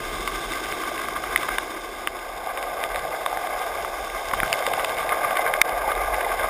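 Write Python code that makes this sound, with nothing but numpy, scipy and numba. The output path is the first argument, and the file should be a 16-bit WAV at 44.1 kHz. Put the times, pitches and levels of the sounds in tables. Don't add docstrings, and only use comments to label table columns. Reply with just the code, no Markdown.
import sys
import numpy as np
from scipy import signal
from scipy.io import wavfile
from scipy.ndimage import uniform_filter1d
from numba import njit

SR = 44100
rng = np.random.default_rng(int(sys.argv[2]) if len(sys.argv) > 2 else 0)


def linear_from_db(decibels):
    return 10 ** (np.asarray(decibels, float) / 20)


def wav_out(sig):
    wavfile.write(sys.argv[1], SR, np.round(np.clip(np.atleast_2d(sig).T, -1, 1) * 32767).astype(np.int16))


N = 286209


def unit(x):
    return x / np.sqrt(np.mean(x ** 2))


def peak(x):
    return x / np.abs(x).max()


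def walk(rate):
    hold = int(SR / rate)
    steps = np.repeat(rng.standard_normal(N // hold + 1), hold)
    smooth = uniform_filter1d(uniform_filter1d(steps, hold), hold)[:N]
    return unit(smooth - uniform_filter1d(smooth, SR // 8))


def ring(x, modes, flicker_db=0):
    out = 0
    for hz, width_hz, db in modes:
        gain = linear_from_db(db + flicker_db * walk(24)) if flicker_db else linear_from_db(db)
        resonance = signal.iirpeak(hz, hz / width_hz, SR)
        once = signal.lfilter(*resonance, x)
        out = out + gain * signal.lfilter(*resonance, once)
    return out


def band(x, low_hz, high_hz):
    return signal.sosfilt(signal.butter(2, [low_hz, high_hz], "band", fs=SR, output="sos"), x)


def curves(table):
    s, *columns = np.transpose(table)
    return [np.interp(np.arange(N) / SR, s, column) for column in columns]


def place(sounds):
    out = np.zeros(N + 4096)
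    for s, sound in sounds:
        i = int(s * SR)
        out[i:i + len(sound)] += sound
    return out[:N]


# start_s, wind_level_db, grip_level_db
WIND = [(0.0, -51, -43), (0.07, -39.5, -48), (0.9, -49.5, -53), (1.36, -44.5, -51), (1.77, -49, -65),
        (2.87, -47, -57.5), (3.03, -46, -53), (3.13, -53, -57), (3.98, -45, -59), (4.23, -45.5, -59),
        (4.45, -39, -48), (4.48, -53, -49), (5.01, -47, -52.5), (5.31, -52, -55), (6.16, -36, -62),
        (6.2, -49, -53), (6.45, -34, -69), (6.49, -46, -59)]
# pitch_hz, width_hz, level_db
GUST = [(16, 40, -21), (39.6, 26, 44), (80, 50, -21)]
# pitch_hz, width_hz, level_db
HANDLE = [(106, 114, -3.5), (140.4, 52, -0.5), (185.6, 65, -4.5)]


def wind():
    gust_db, handle_db = curves(WIND)
    gust = unit(ring(rng.standard_normal(N), GUST))
    gust = linear_from_db(gust_db + 0.78 * walk(6)) * gust
    handle = unit(ring(rng.standard_normal(N), HANDLE))
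    return gust + linear_from_db(handle_db - 0.5 + 2.8 * walk(9)) * handle


# start_s, peak_db, pitch_hz
THUDS = [
    (2.073, -29, 248),
    (4.334, -21, 300),
    (4.431, -15.5, 284),
    (5.615, -41, 153),
    (5.878, -32, 344),
]


def thuds():
    t = np.arange(4096) / SR
    return place([(s, linear_from_db(db) * np.sin(2 * np.pi * hz * t) * np.exp(-t / 0.0015)) for s, db, hz in THUDS])


# pitch_hz, width_hz, level_db
KNOCK = [(770, 520, -2.5), (1154, 550, 8)]
# pitch_hz, width_hz, level_db
SNAP = [(2830, 1880, -1), (3610, 310, 1.5), (4170, 290, -20)]


def strike(peak_db, knock_db, snap_db, rattle_ms):
    t = np.arange(4096) / SR
    build_up = 1 - np.exp(-t / 0.00014)
    rattle = np.exp(-(t / (rattle_ms / 1000)) ** 5) * build_up
    shake = 2.0 * rng.standard_normal(len(t)) * rattle
    shake[0] += 0.5
    crack_hz = min(1620 + 256 * rattle_ms, 2122)
    waver = np.cumsum(rng.standard_normal(len(t))) * 0.075
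    crack = rattle * np.sin(2 * np.pi * crack_hz * t + waver)
    crack = band(band(crack, 1440, 6300), 900, 5600)
    knock = ring(shake, KNOCK)
    snap = band(band(ring(shake, SNAP), 1450, 3670), 1200, 3740)
    fizz = ring(shake, [(4830, 1200, 0)])
    hit = peak(crack) + linear_from_db(knock_db) * peak(knock) + linear_from_db(snap_db + 10.0) * peak(snap)
    hit = hit + linear_from_db(3 + 1.6 * snap_db) * peak(fizz)
    return linear_from_db(peak_db - 1.74) * (hit + 0.24 * ring(hit, SHELL))


# start_s, peak_db
SPLATS = [
    (0.2604, -35),
    (1.3754, -25),
    (2.1905, -35),
    (2.9923, -28.5),
    (4.478, -29),
    (4.8939, -25),
    (4.969, -29),
    (5.4789, -31),
    (5.6934, -27),
]


def splats():
    return place([(s, strike(db, knock_db=-34, snap_db=-2.5, rattle_ms=0.71)) for s, db in SPLATS])


# start_s, peak_db, knock_db
CHIPS = [(0.5348, -17.5, -18), (0.584, -31, -21), (0.6574, -19.5, -9), (0.7238, -20, 0), (0.836, -24.5, 8),
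         (0.978, -20, -19), (1.085, -23, 5.5), (1.414, -25, -10), (1.4306, -18.5, -8), (2.574, -20.5, -4),
         (2.9458, -21, -6), (3.3282, -31, 14), (3.4701, -22.5, 2), (3.847, -25.5, 10.5), (4.0995, -22, -15),
         (4.312, -23, 8), (4.5218, -23, -8), (4.624, -22, 2), (4.7163, -33, -2), (4.7953, -18.5, 4),
         (4.9844, -17, -9), (5.0915, -14, -16), (5.3079, -18.5, 2), (5.3701, -10, -16), (5.5124, -33, 11),
         (5.9514, -19.5, -7), (6.143, -20, -2), (6.211, -18.5, -6), (6.247, -22, 0), (6.3226, -21, -7)]


def chips():
    return place([(s, strike(db, knock_db, snap_db=-14.5, rattle_ms=2.04)) for s, db, knock_db in CHIPS])


# start_s, peak_db, knock_db, snap_db, rattle_ms
STONES = [(0.275, -19.5, 6, -8, 3.4), (1.161, -35, 18.5, -12, 4.8), (1.2361, -29, 11.5, -7, 5.6),
          (1.3595, -3.5, -10, -20, 2.8), (1.485, -26, 14, -8, 8.5), (1.583, -14, 7, -10, 2.6),
          (2.0736, -5, -6, -17.5, 0.65), (2.627, -29, 1, -1, 0.38), (2.8383, -11.5, -10, -11.5, 0.97),
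          (2.9589, -15.5, -3, -11.5, 0.71), (3.2616, -14.5, 6, -14, 1.5), (3.3723, -21, 4, -22.5, 0.91),
          (4.3347, -21.5, 13.5, -20, 3), (4.4019, -4, -11, -25, 0.96), (4.4316, -13, 5.5, -17, 2.5),
          (4.5281, -11.5, -22, -2.5, 0.97), (4.5362, -16, -18, -12.5, 4.9), (4.665, -15.5, 3, -6, 2.1),
          (4.7338, -19, 4.5, -8.5, 5.3), (4.8453, -15.5, 3, -6, 2.5), (5.1202, -20.5, 5.5, -21, 9.2),
          (5.5382, -7.5, -22, -17, 0.97), (5.6152, 7.5, -6, -11.5, 4.2), (5.9158, -23.5, 9.5, -10.5, 7.3)]


def stones():
    return place([(s, strike(*hit)) for s, *hit in STONES])


# pitch_hz, width_hz, depth (0 to 1)
CASE_GAPS = [(977, 64, 0.78), (1321, 150, 1), (1806, 320, 0.52), (4200, 680, 0.6)]


def case(x):
    for hz, width_hz, depth in CASE_GAPS:
        x = x - depth * signal.lfilter(*signal.iirpeak(hz, hz / width_hz, SR), x)
    return x


# start_s, peak_db, pitch_hz
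JOLTS = [(0.916, -20, 694), (3.138, -18, 720), (2.471, -17.5, 735), (2.86, -17, 721), (2.951, -22, 650),
         (3.05, -19, 704), (3.327, -15.5, 755), (3.372, -16, 750), (3.613, -19, 824), (3.943, -21.5, 720),
         (4.43, -26, 726), (4.603, -16.5, 653), (4.676, -16, 546), (4.714, -17, 743), (4.778, -19, 845),
         (5.044, -20, 770), (5.119, -18.5, 616), (5.216, -20, 720), (5.31, -17, 810), (5.393, -15, 800),
         (5.493, -20, 715), (5.652, -16, 710), (5.708, -23, 740), (5.843, -15.5, 860), (5.877, -10.5, 780),
         (6.015, -15, 760), (6.083, -16, 770), (6.137, -29, 720), (6.264, -15, 830), (6.442, -17, 714)]


def jolts():
    t = np.arange(2048) / SR
    swell = peak(t * np.exp(-t / 0.0019))
    sounds = []
    for s, db, hz in JOLTS:
        waver = np.cumsum(rng.standard_normal(len(t))) * 0.035
        sounds.append((s, linear_from_db(db - 1.0) * swell * np.sin(2 * np.pi * hz * t + waver)))
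    return place(sounds)


def grit(rate, spread_db, smooth):
    hit = rng.random(N) < rate / SR
    size_db = spread_db * np.minimum(rng.exponential(size=N), 4)
    grains = hit * rng.standard_normal(N) * linear_from_db(size_db)
    return np.sqrt(1 - smooth) * unit(grains) + np.sqrt(smooth) * rng.standard_normal(N)


# pitch_hz, width_hz, level_db
SPRAY = [(2770, 520, -0.5), (3120, 196, 3.5), (3527, 450, 4.5), (4040, 150, 0)]
# pitch_hz, width_hz, level_db
MIST = [(4656, 205, 4), (5123, 430, 7)]
# pitch_hz, width_hz, level_db
FINE = [(5400, 430, 0), (5905, 340, -1.5)]
# start_s, fineness_db
FINENESS = [
    (0, 0),
    (1.8, 2),
    (2.2, -5),
    (2.85, -7),
    (3.2, -1),
    (4.12, 3),
    (4.7, -1),
    (5.8, -2),
    (6.1, 3),
    (6.49, -8),
]


def spray(road, load, wet, bumps):
    water = 0.35 * road + 1.03 * grit(3000, 4.9, 0.54)
    spray_db = -41.5 + load + wet
    mist_db = -50.5 + 0.74 * load + 0.75 * wet
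    fine_db = -50.5 + 0.81 * load + 1.0 * wet + curves(FINENESS)[0]
    coarse_drops = linear_from_db(spray_db + 0.94 + 1.0 * bumps) * unit(ring(water, SPRAY, flicker_db=0.7))
    mist = linear_from_db(mist_db + 5.5 + 0.8 * bumps) * unit(ring(water, MIST))
    fine = linear_from_db(fine_db + 1.0 + 0.69 * bumps) * unit(ring(water, FINE))
    return coarse_drops + mist + fine


# pitch_hz, width_hz, level_db
BELLY = [(267, 69, 0), (359.2, 166, 13.5), (443, 230, -2)]


def belly(load, coarse, bumps):
    belly_db = -43.5 + 0.1 * load - 1.2 * coarse
    rumble = unit(ring(rng.standard_normal(N), BELLY, flicker_db=0.24))
    return linear_from_db(belly_db - 1.2 + 1.0 * bumps) * rumble


# pitch_hz, width_hz, level_db
DECK = [(555.6, 253, 4.5), (695.3, 269, 11), (845, 42, -10)]


def deck(roll_db, coarse, bumps):
    drone = unit(ring(grit(3000, 3.5, 0.81), DECK))
    return linear_from_db(roll_db + coarse - 1.93 + 0.32 * bumps) * drone


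# pitch_hz, width_hz, level_db
SHELL = [(1097, 136, 4), (1181.6, 167, 8), (1566, 250, 5), (2075, 297, 2.5), (2390, 50, -10)]


def shell(road, roll_db, bumps):
    return linear_from_db(roll_db - 0.18 + 1.88 * bumps) * unit(ring(road, SHELL, flicker_db=0.6))


# start_s, rolling_load_db, road_coarseness_db, wetness_db
RIDE = [(0.0, -31, -5.5, 1.5), (0.42, -30.5, -5.5, 2.5), (0.96, -29.5, -5.5, -0.5), (1.23, -31, -3.5, -2),
        (1.43, -28, -4.5, -1), (1.84, -35, -2.5, 0), (2.36, -35, 1, -2.5), (2.5, -33, 3.5, -3.5),
        (2.82, -31, 2, -3.5), (3.27, -32.5, 3, -1), (3.56, -30, 2.5, -3.5), (4.08, -33, 1, -0.5),
        (4.55, -29, 2, -0.5), (5.08, -27.5, 0.5, -4.5), (5.36, -24.5, 0.5, -7), (5.66, -28, 3, -7.5),
        (5.85, -27.5, 2, -7.5), (6.49, -26.5, 1, -4)]


def board():
    roll_db, coarse, wet = curves(RIDE)
    load = roll_db + 31
    bumps = 0.3 * walk(35) + 0.88 * walk(80)
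    road = grit(3000, 7.0, 0.77)
    rolling = shell(road, roll_db, bumps) + deck(roll_db, coarse, bumps)
    return rolling + belly(load, coarse, bumps) + spray(road, load, wet, bumps)


def scene():
    ticks = thuds() + splats() + chips() + stones()
    return (wind() + ticks + case(jolts() + board()))[None]


@njit
def duck(x, top, release):
    y, level = np.empty(len(x)), 0.
    for i in range(len(x)):
        y[i] = x[i] * min(1., top / (level + 1e-9))
        speed = .006 if abs(x[i]) > level else release
        level += (abs(x[i]) - level) * speed
    return y


def band_limit(x):
    return signal.sosfilt(signal.butter(12, 16130, fs=SR, output="sos"), x)


def record(dry):
    low = signal.resample_poly(duck(dry[0], .15, .0015), 40, 147)
    held = np.repeat(np.clip(low, -.95, .95), 4)
    x = signal.resample_poly(held, 147, 160)[:N]
    x = signal.sosfiltfilt(signal.ellip(8, .1, 14, 15270, fs=SR, output="sos"), x)
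    return band_limit(x[None])


dry = scene()
out = record(dry)
wav_out(out)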